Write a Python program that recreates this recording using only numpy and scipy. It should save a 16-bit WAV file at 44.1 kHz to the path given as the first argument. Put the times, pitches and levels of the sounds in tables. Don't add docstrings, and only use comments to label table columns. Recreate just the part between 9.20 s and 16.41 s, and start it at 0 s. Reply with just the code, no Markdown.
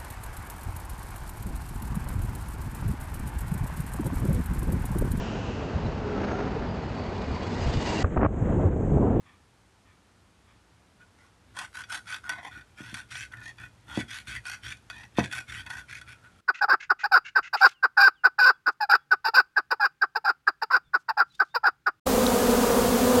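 import sys
import numpy as np
from scipy import signal
from scipy.fft import rfft, irfft, next_fast_len
from scipy.io import wavfile
from scipy.ndimage import uniform_filter1d, map_coordinates

SR = 44100
rng = np.random.default_rng(int(sys.argv[2]) if len(sys.argv) > 2 else 0)


def log_audio(samples):
    frames = np.atleast_2d(samples).T
    limited = np.clip(frames, -1, 1)
    pcm = np.round(limited * 32767).astype(np.int16)
    wavfile.write(sys.argv[1], SR, pcm)


N = 317819

# (time [s], length [s],
# rasp [dB], mid-stroke swell [dB], ring [dB], scuff [dB], crackle [dB], singing [dB], rumble [dB])
PESTLE_STROKES = [ (1.803, 0.024, -62.5, 6, 11, 1, -9, -14, -68),
                  (1.985, 0.085, -71.5, -0.5, 7, 12, -2, -15, -82),
                  (2.367, 0.082, -42, 2.5, 3, 5, -6, -23, -67),
                  (2.551, 0.062, -48, -1.5, 8.5, -4, -2.5, -15, -54.5),
                  (2.705, 0.069, -39, 5, 9, -1.5, -2, -15, -64),
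                  (2.873, 0.1, -41.5, 6, 5, -8, -6.5, -18, -59),
                  (3.046, 0.024, -55.5, -1, 17.5, 5, -5, -10, -57.5),
                  (3.090, 0.041, -44.5, -2, 7.5, 8, -15, -2, -54),
                  (3.150, 0.057, -49.5, 3, 3, 9, -24, -2, -54),
                  (3.238, 0.043, -46.5, 1, -9, 9.5, -9.5, -4, -66),
                  (3.32, 0.068, -51.5, -2, 4.5, -10, -19, 2.5, -50),
                  (3.584, 0.14, -48, -1, 0, -5, -11.5, -8, -51),
                  (3.744, 0.064, -42.5, 4.5, 4, -5.5, -8, -4, -56),
                  (3.913, 0.13, -42, 2, -1.5, -30, -7, -21, -50.5),
                  (4.125, 0.021, -47.5, 7, 11, 0.5, -13, 17, -54),
                  (4.175, 0.039, -54, -8, -0.5, -3, -26, 8, -47.5),
                  (4.236, 0.06, -44, 0, -22, -6, -12, 5.5, -51.5),
                  (4.387, 0.076, -45, 7, -0.5, -7, -18.5, 3, -47.5),
                  (4.688, 0.093, -46.5, 4.5, 5, 7, -11.5, -29, -46),
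                  (4.748, 0.066, -39.5, 0.5, -1.5, -4.5, -9.5, -14, -45),
                  (4.894, 0.11, -39, 5.5, -2.5, -14.5, -8, -10, -56),
                  (5.08, 0.085, -41, -1.5, -4.5, -17, -9, -26, -43.5),
                  (5.261, 0.088, -43, 2.5, 6.5, -7.5, -5.5, -24, -57),
                  (5.444, 0.08, -42, -1, -5, -35, -10, -22, -46.5),
                  (5.704, 0.017, -49.5, 7, 7.5, 2, -6, 10, -57),
                  (5.734, 0.11, -45.5, 1, -27, -5.5, -18, 4, -51),
                  (5.980, 0.025, -28, 6.5, -10, -6.5, -20, -30, -37.5),
                  (6.043, 0.004, -35, 0.5, -21, -12, -8, -27, -60),
                  (6.12, 0.08, -36.5, 2.5, 1, -7, -8, -6.5, -49),
                  (6.291, 0.12, -42, 2, 0.5, -34, -10, -9, -45.5),
                  (6.465, 0.011, -38.5, 6, -13, -6, -27, 18, -47),
                  (6.503, 0.096, -44, -1, 4, -5, -8.5, 2, -49.5),
                  (6.698, 0.085, -47, 0, 0.5, -26, -7.5, -23, -53.5),
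                  (6.883, 0.043, -53, -3, 3.5, -18, -6.5, -23, -54),
                  (7.042, 0.026, -58, 4.5, 10.5, -10, -13, -7, -54.5), ]
# (time [s], level [dB], relative crackle [dB])
PESTLE_CLACKS = [(2.3891, -14.5, -9.5), (2.638, -22, -30), (2.7352, -20, -35), (2.754, -23, -33),
                 (2.878, -27, -38), (2.9253, -18, -39), (2.9435, -14.5, -40), (3.0939, -7, -15),
                 (3.0986, -20, -24), (3.1239, -20.5, -25), (3.411, -30, -22), (3.7428, -13, -14.5),
                 (3.918, -27, -20), (3.954, -17.5, -37), (4.1222, -31, -15.5), (4.3839, -26.5, -25),
                 (4.803, -23.5, -6), (5.0719, -26, -12), (5.087, -44, -13), (5.108, -22.5, -16),
                 (5.2541, -20, -20), (5.462, -22, -30), (5.5704, -37.5, -7.5), (5.7003, -16, -18.5),
                 (5.834, -29.5, -37), (6.0397, -15, -33), (6.1257, -15, -14), (6.1836, -20, -35),
                 (6.464, -21, -16), (6.5033, -15.5, -14), (6.814, -24, -13.5)]
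# (time [s], level [dB], hardness as low-pass corner [Hz])
TABLE_THUMPS = [(3.371, -46.5, 220), (3.604, -34.5, 324), (3.728, -35.5, 190), (4.774, -17, 520),
                (4.791, -34, 800), (4.803, -37, 400), (5.985, -8.5, 900), (5.991, -19.5, 1300),
                (5.998, -21, 1010)]
# (time [s], length [s], level [dB])
SPOON_RUSTLES = [(0.062, 0.037, -61), (0.664, 0.052, -68), (1.28, 0.026, -67)]
# (frequency [Hz], width [Hz], level [dB])
STONE_MODES = [(1498.5, 39.4, 3), (1550, 22, -13), (1930, 46, -5), (2480, 43, -41), (2519, 18, -8),
               (3393, 49, -11.5), (4588, 133, -14), (5787, 47, -17)]
# (frequency [Hz], width [Hz], level [dB])
SINGING_MODES = [(1845, 40, 0), (1930, 70, -8), (2520, 60, -5)]
# (frequency [Hz], level [dB], decay t60 [s])
TABLE_MODES = [(115, -5, .25), (198, -5, .18), (236, -4, .27), (297, -6, .15), (372, -6, .13),
               (555, -1, .15), (723, -2, .15), (803, -7, .16), (948, -3, .15), (1260, -4, .15)]
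# (frequency [Hz], relative level [dB])
RASP_EQ = [(500, -27), (1150, -17), (1650, 6), (2400, 4), (2850, -2), (3350, 5.5), (4000, -7.5),
           (4600, -12), (6000, -18), (12000, -36)]
SCUFF_EQ = [(150, -68), (300, -24), (460, -25), (750, -2.5), (1050, 1.5), (1300, -17), (2000, 3.5),
            (5000, -51)]
CRACKLE_EQ = [(1000, -46), (3000, 15), (4500, 13), (6000, 11), (7500, 5), (8700, 7), (9900, 7.5),
              (10400, -2), (11000, 5.5), (12200, -13)]
BOWL_EQ = [(80, -51), (155, 11), (215, 2), (310, 10.5), (420, -32), (800, -58)]
THUD_EQ = [(30, -29), (75, 0), (120, 1.5), (160, -8.5), (260, 4), (440, -9.5), (700, -9.5), (1000, -7.5),
           (1600, -27), (5000, -59)]
RUMBLE_EQ = [(30, -34), (60, 2), (85, -1.5), (118, 6.5), (155, -12), (210, -11.5), (330, -16), (600, -49.5),
             (1500, -35)]
SPOON_EQ = [(400, -35), (900, -6), (1200, 7), (1450, -17), (1800, 6), (2050, -5), (2350, 3), (2900, -13),
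            (3400, -2), (4200, -33), (12000, -45)]
ROOM_TONE_EQ = [(15, -58), (25, -45), (48, -6.5), (107, -3.5), (135, -14), (170, -10), (379, -17),
                (545, -20), (964, -18.5), (1040, -21), (1420, -20), (1620, -22.5), (1750, -23.5),
                (9180, -34.5), (12200, -41.5), (15900, -52), (22000, -120)]
# (frequency [Hz], decay t60 [s])
KITCHEN_DECAY = [(100, 0.26), (500, 0.17), (2000, 0.15), (10000, 0.32)]

RISE_DB_PER_S, FALL_DB_PER_S = 922, 621
RING_FALL_DB_PER_S = 518
STIFFENING, FIRM_DB = 0.065, -38
GLIDE_PER_S, FINE_GLIDE_PER_S = 0.36, 1.1
HOLD_START_S, HOLD_END_S = 2.28, 8.9
RESTING_RASP_DB, RESTING_RUMBLE_DB = -74, -60.5


def grinding():
    rasp, ring, scuff, crackle, bare, travel = stroke_envelopes()
    slips = amp(2.6 * wobble(170) + 2.1 * wobble(80))
    coarse = grit(rate=3500, spread_db=3.5, slips=slips)
    fine = grit(rate=7000, spread_db=7, slips=slips)
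    grip = np.tanh(rasp / amp(FIRM_DB)) - .5
    bend = 0.009 * wobble(14) + GLIDE_PER_S * travel + STIFFENING * grip
    low_ring = sum(amp(db) * sing(coarse * ring, hz, width, bend) for hz, width, db in STONE_MODES[:2])
    high_ring = sum(amp(db) * sing(coarse * rasp, hz, width, bend) for hz, width, db in STONE_MODES[2:])
    rubbing = amp(1) * through(rasp * fine, colour(RASP_EQ)) + amp(-4) * high_ring
    singing = sum(amp(db) * sing(fine * rasp, hz, width, bend) for hz, width, db in SINGING_MODES)
    scrape = low_cut((amp(-3) * bare * singing + rubbing) / np.sqrt(1 + bare ** 2), corner_hz=1015)
    dull = amp(-4) * through(scuff * fine, colour(SCUFF_EQ))
    crystals = amp(-1) * through(crackle * (coarse + fine), colour(CRACKLE_EQ))
    bowl = amp(-22) * through(scuff * coarse, colour(BOWL_EQ))
    gritty = moving_contact(scrape + dull + crystals, travel, depth_db=4)
    return bowl + gritty + low_cut(amp(-6.5) * low_ring, corner_hz=1000)


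def stroke_envelopes():
    rasp = amp(RESTING_RASP_DB) * hand_resting()
    ring, scuff, crackle = np.zeros((3, N))
    thinness, path = [], []
    for s, length, db, swell_db, ring_db, scuff_db, crackle_db, singing_db, _ in PESTLE_STROKES:
        force = amp(db) * envelope(s, length, swell_db)
        rasp = np.maximum(rasp, force)
        scuff = np.maximum(scuff, amp(scuff_db) * force)
        crackle = np.maximum(crackle, amp(crackle_db) * force)
        ring = np.maximum(ring, amp(db + ring_db) * envelope(s, length, swell_db, fall=RING_FALL_DB_PER_S))
        thinness += [(s, singing_db), (s + length, singing_db)]
        path += [(s, -length / 2), (s + length, length / 2)]
    t = np.arange(N) / SR
    bare = amp(np.interp(t, *np.transpose(sorted(thinness))))
    travel = np.interp(t, *np.transpose(sorted(path)))
    return rasp, ring, scuff, crackle, bare, travel


def moving_contact(x, travel, depth_db):
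    spectrum = signal.stft(x, nperseg=1024)[2]
    peaks = uniform_filter1d(rng.standard_normal(spectrum.shape), size=4, axis=0)
    peaks = uniform_filter1d(peaks, size=8, axis=1)
    bins, frames = np.indices(spectrum.shape)
    glide = np.exp(FINE_GLIDE_PER_S * travel[np.minimum(frames * 512, N - 1)])
    peaks = map_coordinates(peaks, [bins / glide, frames], order=1, mode="nearest")
    gain = amp(depth_db * peaks / peaks.std())
    return signal.istft(spectrum * gain / np.sqrt(np.mean(gain ** 2)), nperseg=1024)[1][:N]


def hand_resting():
    return envelope(HOLD_START_S, HOLD_END_S - HOLD_START_S)


def clacks(chatter_t60=0.045, chatter_db=-19):
    t = np.arange(SR // 20) / SR
    blows, snaps = np.zeros((2, N + SR))
    for s, db, crackle_db in PESTLE_CLACKS:
        contact = amp(chatter_db - 60 * t / chatter_t60) * rng.standard_normal(len(t))
        contact[0] = 1
        blows[round(s * SR):][:len(t)] += amp(db) * contact
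        snaps[round(s * SR):][:len(t)] += amp(db + crackle_db) * contact
    ring = amp(1.5) * through(blows, resonances(STONE_MODES))
    click = amp(-2) * through(blows, colour(RASP_EQ))
    crystals = amp(8.5) * through(snaps, colour(CRACKLE_EQ))
    return ring + click + crystals


def thumps(ring_db=-24.5, rattle_db=-24.5, rattle_t60=0.13):
    t = np.arange(8192) / SR
    dispersion = np.exp(-4j * np.arctan(np.fft.rfftfreq(len(t), 1 / SR) / 260))
    push = irfft(rfft(colour(THUD_EQ)) * dispersion)
    attack = 1 - np.exp(-t / 0.00044)
    out = np.zeros(N + SR)
    for s, db, corner_hz in TABLE_THUMPS:
        ring = np.zeros(len(t))
        for hz, mode_db, t60 in TABLE_MODES:
            decay = amp(mode_db + rng.normal(0, 1) - 60 * t / t60)
            ring += decay * np.sin(2 * np.pi * (hz * t + rng.random()))
        chatter = amp(rattle_db - 60 * t / rattle_t60) * rng.standard_normal(len(t))
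        rattle = signal.fftconvolve(chatter, push)[:len(t)]
        blow = push / np.abs(push).max() + amp(ring_db) * ring * attack + rattle
        blow = signal.lfilter(*signal.butter(2, corner_hz, fs=SR), blow)
        out[round(s * SR):][:len(t)] += amp(db) * blow / np.abs(blow).max()
    return out[:N]


def rocking():
    weight = amp(RESTING_RUMBLE_DB) * hand_resting()
    for s, length, *_, rumble_db in PESTLE_STROKES:
        weight = np.maximum(weight, amp(rumble_db) * envelope(s, length, rise=505, fall=300))
    return amp(-3) * through(weight * grit(rate=670, spread_db=7.5), colour(RUMBLE_EQ))


def spoon():
    flow = sum(amp(db) * envelope(s, length, rise=810, fall=160) for s, length, db in SPOON_RUSTLES)
    return amp(2) * through(flow * grit(rate=3800, spread_db=1), colour(SPOON_EQ))


def thin_tone(start_s=6.81):
    waver = 0.005 * wobble(2.9)
    tone = sing(rng.standard_normal(N), hz=1362, width_hz=18, bend=waver)
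    return amp(-65) * envelope(start_s, N / SR) * tone


def kitchen_reverb(x, predelay_s=0.0054):
    hz, t, noise = signal.stft(rng.standard_normal(SR // 2), SR, nperseg=256)
    decay = amp(-60 * t / along(KITCHEN_DECAY, hz)[:, None])
    tail = signal.istft(noise * decay, SR, nperseg=256)[1]
    return through(x, np.pad(normed(tail), (round(predelay_s * SR), 0)))


def room_tone():
    return amp(-61 + 0.057 * wobble(2.37)) * through(rng.standard_normal(N), colour(ROOM_TONE_EQ))


def envelope(start_s, length_s, swell_db=0, rise=RISE_DB_PER_S, fall=FALL_DB_PER_S):
    since = np.arange(N) / SR - start_s
    arch = (2 * np.clip(since / length_s, 0, 1) - 1) ** 2
    db = rise * np.minimum(since, 0) - fall * np.maximum(since - length_s, 0) - swell_db * arch
    return np.where(db > -60, amp(db), 0)


def grit(rate, spread_db, slips=1):
    hits = rng.random(N) < rate / SR
    cracks = hits * rng.standard_normal(N) * amp(spread_db * rng.standard_normal(N)) * slips
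    return cracks / np.sqrt(np.abs(uniform_filter1d(cracks ** 2, size=1100)) + 1e-9)


def sing(x, hz, width_hz, bend):
    turn = np.exp(2j * np.pi * np.cumsum(hz * (1 + bend)) / SR)
    feedback = np.exp(-np.pi * width_hz / SR)
    return np.imag(turn * signal.lfilter([np.sqrt(2 * (1 - feedback ** 2))], [1, -feedback], x / turn))


def resonances(modes):
    t = np.arange(SR // 10) / SR
    return normed(sum(amp(db) * width * np.exp(-np.pi * width * t) * np.sin(2 * np.pi * hz * t)
                      for hz, width, db in modes))


def colour(eq, size=8192):
    cepstrum = irfft(np.log(amp(along(eq, np.fft.rfftfreq(size, 1 / SR)))))
    cepstrum[1:size // 2] *= 2
    cepstrum[size // 2 + 1:] = 0
    return normed(irfft(np.exp(rfft(cepstrum))))


def low_cut(x, corner_hz):
    return signal.sosfilt(signal.butter(3, corner_hz, "high", fs=SR, output="sos"), x)


def wobble(rate):
    return map_coordinates(rng.standard_normal(4096), [np.arange(N) * rate / SR], order=2, mode="wrap")


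def through(x, response):
    return signal.fftconvolve(x, response)[:N]


def normed(response):
    return response / np.linalg.norm(response)


def along(points, hz):
    knots_hz, values = np.transpose(points)
    return np.interp(np.log(hz + 1), np.log(knots_hz + 1), values)


def amp(db):
    return 10 ** (np.asarray(db) / 20)


def scene():
    stone = grinding() + low_cut(clacks(), corner_hz=704)
    table = low_cut(thumps(), corner_hz=97)
    close = stone + table + rocking() + spoon() + thin_tone()
    reverb = kitchen_reverb(amp(-14) * stone + amp(-5) * table)
    return (close + reverb + room_tone())[None]


def record(dry, top_hz=12200):
    size = next_fast_len(N + SR // 2)
    passband = np.fft.rfftfreq(size, 1 / SR) < top_hz
    return irfft(rfft(dry, size) * passband, size)[:, :N]


dry = scene()
out = record(dry)
log_audio(out)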